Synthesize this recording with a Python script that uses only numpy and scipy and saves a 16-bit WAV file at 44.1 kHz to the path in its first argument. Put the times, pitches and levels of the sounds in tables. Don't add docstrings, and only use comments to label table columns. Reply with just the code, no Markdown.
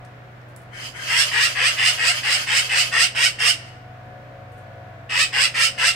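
import sys
import numpy as np
from scipy import signal
from scipy.fft import rfft, irfft, next_fast_len
from scipy.io import wavfile
from scipy.ndimage import uniform_filter1d

SR = 44100
rng = np.random.default_rng(int(sys.argv[2]) if len(sys.argv) > 2 else 0)


def wav_out(sig):
    wavfile.write(sys.argv[1], SR, np.round(np.clip(np.atleast_2d(sig).T, -1, 1) * 32767).astype(np.int16))


N = 262395
TIME = np.arange(N) / SR
CALL_TIME = np.arange(0, .24, 1 / SR)

# start in seconds, build-up time of the air pressure in seconds,
# time to the top of the pitch in seconds, level in dB before scattering, treble in dB,
# top pitch in Hz, beak opening as a factor on the throat's resonances.
CALLS = [ (1.071, 0.02, 0.15, -18.5, -0.7, 587, 1.018), (1.306, 0.021, 0.15, -18.5, -2, 693, 0.9942),
         (1.544, 0.03, 0.14, -18, -5, 712, 0.99), (1.762, 0.023, .129, -18, -2.5, 733, 1.016),
         (1.971, 0.026, .130, -19, -1, 742.5, 0.978), (2.221, 0.015, 0.13, -20.5, -1.2, 774, 1.0),
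         (2.460, .019, .133, -19, -0.9, 737, .99), (2.683, 0.018, 0.13, -19.5, 0, 759, 0.986),
         (2.911, 0.022, 0.13, -17.5, -0.8, 751, 1), (3.144, 0.02, .120, -18, -0.7, 774, 1),
         (3.382, 0.02, .119, -17.5, -1, 785.7, 1.028), (5.088, 0.038, 0.14, -18.5, -1.4, 646, 0.98),
         (5.319, 0.023, 0.13, -18.5, -1.5, 689, 1), (5.535, 0.023, 0.12, -18, -0.5, 749, 1.008),
         (5.771, 0.021, .120, -18.5, -1, 724.4, 1), ]
# frequency in Hz before the beak factor,
# width in Hz, relative level in dB.
THROAT_MODES = [(590, 260, -9.5), (1480, 450, -7), (2350, 700, -4), (5000, 1150, -2.5), (6300, 1400, -15),
                (8150, 1500, -8), (11100, 1500, -25), (14400, 1500, -29)]
# resting frequency in Hz before the beak factor,
# harmonic that pulls it up (multiple of the pitch), width in Hz, relative level in dB at the
# start of the climb, relative level in dB at its top.
BEAK_MODES = [(982, 1, 520, -11, -36), (1904, 1.2, 596, 4, -5), (2687, 3.82, 365, 6, 4.5),
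              (2700, 6.56, 1100, -16, -5)]
# loudest moment in seconds, level in dB before scattering.
RASP_CALLS = [(0.861, -38), (1.078, -35), (1.282, -32), (1.51, -33), (1.737, -32.5), (1.944, -32.5),
              (2.178, -31), (2.414, -31), (2.65, -33), (2.862, -32.5), (3.679, -58.5)]
# frequency in Hz, width in Hz, relative level in dB.
RASP_SHUT_MODES = [(1472, 280, -3), (1870, 700, 5), (3070, 310, -3), (5100, 3300, -18), (7430, 3300, -21),
                   (10200, 2200, -27)]
# frequency in Hz, width in Hz, relative level in dB.
RASP_OPEN_MODES = [(1820, 1900, -2.5), (2660, 460, -7), (2943, 760, 1.5), (4900, 1130, -2.5),
                   (6650, 3300, -9.5), (10440, 1500, -14.5), (13800, 1200, -21.5)]
# start in seconds, level in dB before decay and scattering, centre in Hz,
# decay time constant in seconds.
TWIG_TICKS = [(.049, -42, 6270, 0.0042), (.415, -53, 5300, .003), (.486, -57, 9000, 0.021),
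              (0.5632, -28, 7920, 0.0011), (.617, -50, 8400, .009), (4.52, -56.5, 8500, 0.026),
              (4.575, -55, 8400, 0.029)]
# frequency in Hz, left minus right in dB.
STEREO_LEAN = [(400, 3), (1000, 3.5), (1700, 8.5), (2200, 3), (2700, -2), (3600, -5.5), (4800, -14),
               (6200, -3), (8000, -10.5), (9500, -2.5), (13000, -2)]
# frequency in Hz, time to fall 60 dB in seconds.
BRANCH_DECAY = [(500, 0.099), (3000, 0.13), (12000, 0.17)]
# frequency in Hz, time to fall 60 dB in seconds.
YARD_DECAY = [(500, 0.93), (2500, 0.75), (6000, 0.64), (12000, 0.41)]
# mean frequency in Hz, level in dB, wavering share (0-1).
HUM_TONES = [(122, -45, 0.164), (153, -62, 0.5), (301.4, -65, 0.36)]
# start in seconds, length in seconds, gain in dB.
DRONE_SURGES = [(3.45, 0.69, 8), (4.33, 0.79, 11)]
# multiple of the shaft rate, relative level in dB.
WHINE_ORDERS = [(8, -9), (9, -2), (10, -6), (11, -1), (12, 0), (16, -17), (18, -17), (24, -12), (25, -18),
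                (28, -14)]
# time in seconds, gain in dB.
WHINE_LOUDNESS = [(0, -53), (.4, -59.5), (3.4, -54.5), (4.05, -51.5), (4.8, -51), (5.95, -52.5)]
# frequency in Hz, relative density in dB per Hz.
AIR_SPECTRUM = [(12, -33), (25, -14), (40, -12), (60, -8), (105, -9), (210, -11), (380, -15), (600, -12),
                (1000, -16), (1550, -14.5), (2100, -19), (3000, -27), (6000, -40.5), (10500, -49.5),
                (15500, -47)]
# frequency in Hz, correlation (0-1).
AIR_LIKENESS = [(60, 0.893), (180, 0.89), (550, 0.52), (800, 0)]

CLOSING_S, EDGE_HZ = .0025, 15800
LOW_CUT_HZ = 497
BEAK_SPLIT_HZ = 3800
ATTACK_S, ONSET_DB, HOLD_S, RELEASE_DB_PER_S = 0.0052, -15, .003, 561
START_HZ, BREAK_HZ, CLIMB_SHARE, FALL_HZ_PER_S = 348.2, 485.5, .47, 7000
HOARSE_ENDS, HOARSE_CLEAR, CLEAR_LEAD_S, CLEAR_WIDTH_S = .68, 0.15, .018, 0.054
SHUT_DB, GAPE_LEAD_S, GAPE_WIDTH_S = -9, 0.018, 0.034
BLOOM_S = 0.0072
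RASP_ATTACK_S, RASP_SWELL_S, RASP_SWELL_DB, RASP_RELEASE_DB_PER_S = 0.031, .153, 5.5, 300
SHAFT_HZ = 61.0
DRONE_HZ, DRONE_DB, SURGE_RAMP_S = 99.2, -57.5, .1
AIR_DB = -45.5


def call(start, swell, climb_end, level_db, treble_db, top_hz, opening):
    t = CALL_TIME
    climb = [climb_end * (1 - CLIMB_SHARE), climb_end]
    past_top = np.maximum(t - climb_end - HOLD_S, 0)

    def before_top(lead, width):
        return np.exp(-((t - climb_end + lead) / width) ** 2)

    rising_hz = np.interp(t, [0, *climb], [START_HZ, BREAK_HZ, top_hz])
    hz = np.maximum(rising_hz - FALL_HZ_PER_S * past_top, START_HZ)
    rough = HOARSE_ENDS + (HOARSE_CLEAR - HOARSE_ENDS) * before_top(CLEAR_LEAD_S, CLEAR_WIDTH_S)
    source = syrinx(hz, rough, jitter=.06, rattle_hz=125, rattle=.6)

    modes = [(f * opening, width, db) for f, width, db in THROAT_MODES]
    for rest_hz, harmonic, width, start_db, top_db in BEAK_MODES:
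        ring_hz = np.maximum(rest_hz * opening, harmonic * hz)
        modes.append((ring_hz, width, np.interp(t, climb, [start_db, top_db])))
    voice = colour(resonate(source, t, modes), lambda f: 1 / (1 + (LOW_CUT_HZ / (f + 1)) ** 4))

    body = colour(voice, lambda f: 1 / (1 + (f / BEAK_SPLIT_HZ) ** 20))
    bloom = 1 - np.exp(-(t / BLOOM_S) ** 2)
    gape_db = SHUT_DB * (1 - before_top(GAPE_LEAD_S, GAPE_WIDTH_S))
    treble_gain = bloom * amp(treble_db + gape_db)
    pressure_db = ONSET_DB * np.exp(-t / swell) - RELEASE_DB_PER_S * past_top
    envelope = (1 - np.exp(-(t / ATTACK_S) ** 2)) * amp(level_db + pressure_db)
    return start, envelope * (steadied(body) + treble_gain * steadied(voice - body))


def syrinx(hz, rough, jitter, rattle_hz, rattle):
    size = len(hz)
    turns = np.cumsum(hz * (1 + jitter * (.3 + rough) * wobble(size, 350))) / SR
    clicks = np.sinc((turns % 1 - .5) * EDGE_HZ * 2 / hz)
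    pulses = colour(clicks, lambda f: np.exp(-1j * np.pi * CLOSING_S * f ** 2 / EDGE_HZ))
    puffs = rng.standard_normal(size) * (0.55 + np.exp(-((turns - .5) % 1) / 0.28))
    flutter_hz = rattle_hz * (1 + 0.403 * wobble(size, 110.6))
    flutter = np.cos(2 * np.pi * np.cumsum(flutter_hz) / SR)
    tonal = np.sqrt(1 - rough) * evened(pulses - pulses.mean())
    breathy = np.sqrt(rough) * evened(puffs)
    return (1 + rattle * flutter) * (tonal + breathy)


def resonate(x, t, modes):
    f, at, z = signal.stft(x, SR, nperseg=256, noverlap=192)
    power, lag = 0, 0
    for hz, width, db in modes:
        hz_now, db_now = (np.interp(t[0] + at, t, curve * np.ones(len(t))) for curve in (hz, db))
        detuning = 2 * (f[:, None] - hz_now) / width
        power = power + amp(db_now) ** 2 / (1 + detuning ** 2) ** 2
        lag = lag + 2 * np.arctan(detuning)
    shaped = z * np.sqrt(power) * np.exp(-1j * lag)
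    return signal.istft(shaped, SR, nperseg=256, noverlap=192)[1][:len(x)]


def rasp():
    out, t = np.zeros(N), CALL_TIME
    opening = np.minimum(t / RASP_SWELL_S, 1)
    release_db = RASP_RELEASE_DB_PER_S * np.maximum(t - RASP_SWELL_S, 0)
    swell_db = RASP_SWELL_DB * (opening - 1) - release_db
    envelope = np.minimum(t / RASP_ATTACK_S, 1) * amp(swell_db)
    for peak_s, db in RASP_CALLS:
        source = syrinx(400 + 250 * opening, rough=.75, jitter=.07, rattle_hz=150, rattle=.5)
        shut = evened(throat(source, RASP_SHUT_MODES))
        wide = evened(throat(source, RASP_OPEN_MODES))
        voice = (1 - opening ** 2) * shut + opening ** 2 * wide
        add(out, peak_s - RASP_SWELL_S, amp(db) * envelope * steadied(voice))
    return out


def throat(x, modes):
    f = abs(np.fft.fftfreq(4096, 1 / SR))
    power = sum(amp(db) ** 2 / (1 + (2 * (f - hz) / width) ** 2) ** 2 for hz, width, db in modes)
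    log_gain = np.log(power / (1 + (400 / (f + 1)) ** 6) + 1e-10) / 2
    ring = np.fft.ifft(np.exp(np.conj(signal.hilbert(log_gain)))).real
    return signal.fftconvolve(x, ring[:len(f) // 2])[:len(x)]


def twigs():
    out, t = np.zeros(N), np.arange(SR // 10) / SR
    for s, db, hz, decay in TWIG_TICKS:
        noise = rng.standard_normal(len(t))
        snap = evened(colour(noise, lambda f: np.exp(-(np.log((f + 1) / hz) / 0.5) ** 2)))
        add(out, s, amp(db) * snap * np.exp(-t / decay))
    return out


def through_branches(x, direct_db, scatter_db):
    heard = amp(scatter_db) * echoes(x, BRANCH_DECAY, delay=.0003, size=6000)
    add(heard, 0, amp(direct_db) * x)
    return heard


def echoes(x, decays, delay, size):
    taps = rng.choice([-1., 1.], (2, size)) * (rng.random((2, size)) < .1)
    hz, t, z = signal.stft(taps, SR, nperseg=256)
    decay = amp(-60 * t / read(decays, hz)[:, None])
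    tail = signal.istft(z * decay, SR, nperseg=256)[1]
    tail = tail / np.linalg.norm(tail, axis=1, keepdims=True)
    tail = np.pad(tail, ((0, 0), (round(delay * SR), 0)))
    return signal.fftconvolve(x[None], tail, axes=1)


def machine():
    warped = np.cumsum(1 + .0015 * wobble(N, 2)) / SR

    def tone(hz, waver):
        phase = 2 * np.pi * hz * warped
        return np.sin(phase) + waver * wobble(N, 7.9) * np.cos(phase + 0.55)

    surge_db = sum(db * ramps(TIME - s, length, SURGE_RAMP_S) for s, length, db in DRONE_SURGES)
    hum = sum(amp(db) * tone(hz, waver) for hz, db, waver in HUM_TONES)
    hum = hum + amp(DRONE_DB + surge_db) * tone(DRONE_HZ, waver=0.2)

    whine = np.zeros(N)
    for order, db in WHINE_ORDERS:
        level = amp(db) * (1 + 0.37 * wobble(N, 4.4))
        whine += level * np.sin(2 * np.pi * (order * SHAFT_HZ * warped + rng.random()))
    whine *= amp(follow(WHINE_LOUDNESS))
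    return np.sqrt(2) * (hum * amp([[-.5], [.5]]) + whine * amp([[2.5], [-2.5]]))


def ramps(t, length, ramp):
    return np.clip(np.minimum(t, length - t) / ramp, 0, 1)


def air():
    a, b = rng.standard_normal((2, N))
    shared = colour(a, lambda f: read(AIR_LIKENESS, f))
    separate = colour(b, lambda f: np.sqrt(1 - read(AIR_LIKENESS, f) ** 2))
    pair = np.array([a, shared + separate])
    noise = evened(colour(pair, lambda f: amp(read(AIR_SPECTRUM, f))))
    return amp(AIR_DB + 0.25 * wobble(N, 6)) * noise


def amp(db):
    return 10 ** (np.asarray(db) / 20)


def evened(x):
    return x / np.sqrt(np.mean(x ** 2) + 1e-20)


def steadied(x):
    return x / np.sqrt(abs(uniform_filter1d(x ** 2, size=600)) + 1e-12)


def read(points, hz):
    f, value = np.transpose(points)
    return np.interp(np.log(hz + 1), np.log(f), value)


def follow(points):
    return np.interp(TIME, *np.transpose(points))


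def add(mix, s, sound):
    part = mix[..., round(s * SR):][..., :sound.shape[-1]]
    part += sound[..., :part.shape[-1]]


def colour(x, gain):
    size = next_fast_len(x.shape[-1] + 2048)
    spectrum = rfft(x, size) * gain(np.fft.rfftfreq(size, 1 / SR))
    return irfft(spectrum, size)[..., :x.shape[-1]]


def wobble(size, hz):
    return evened(colour(rng.standard_normal(size), lambda f: np.exp(-(f / hz) ** 2)))


def scene():
    soft, ticks = rasp(), twigs()
    near, voices = np.zeros((2, N)), soft + ticks
    add(near, 0, through_branches(soft, direct_db=-9.5, scatter_db=7.5))
    add(near, 0, through_branches(ticks, direct_db=-9.5, scatter_db=-10))
    for row in CALLS:
        s, sound = call(*row)
        add(voices, s, sound)
        add(near, s, through_branches(sound, direct_db=-4.0, scatter_db=1.34))

    def lean_gain(f):
        return np.sqrt(2 / (1 + amp(np.outer([-1, 1], read(STEREO_LEAN, f))) ** 2))

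    yard = amp(-19.0) * echoes(voices, YARD_DECAY, delay=.025, size=40000)[:, :N]
    return colour(near, lean_gain) + yard + machine() + air()


def record(dry):
    low_pass = signal.firwin(511, EDGE_HZ, window=("kaiser", 9), fs=SR)
    return signal.oaconvolve(dry, low_pass[None], "same")


dry = scene()
out = record(dry)
wav_out(out)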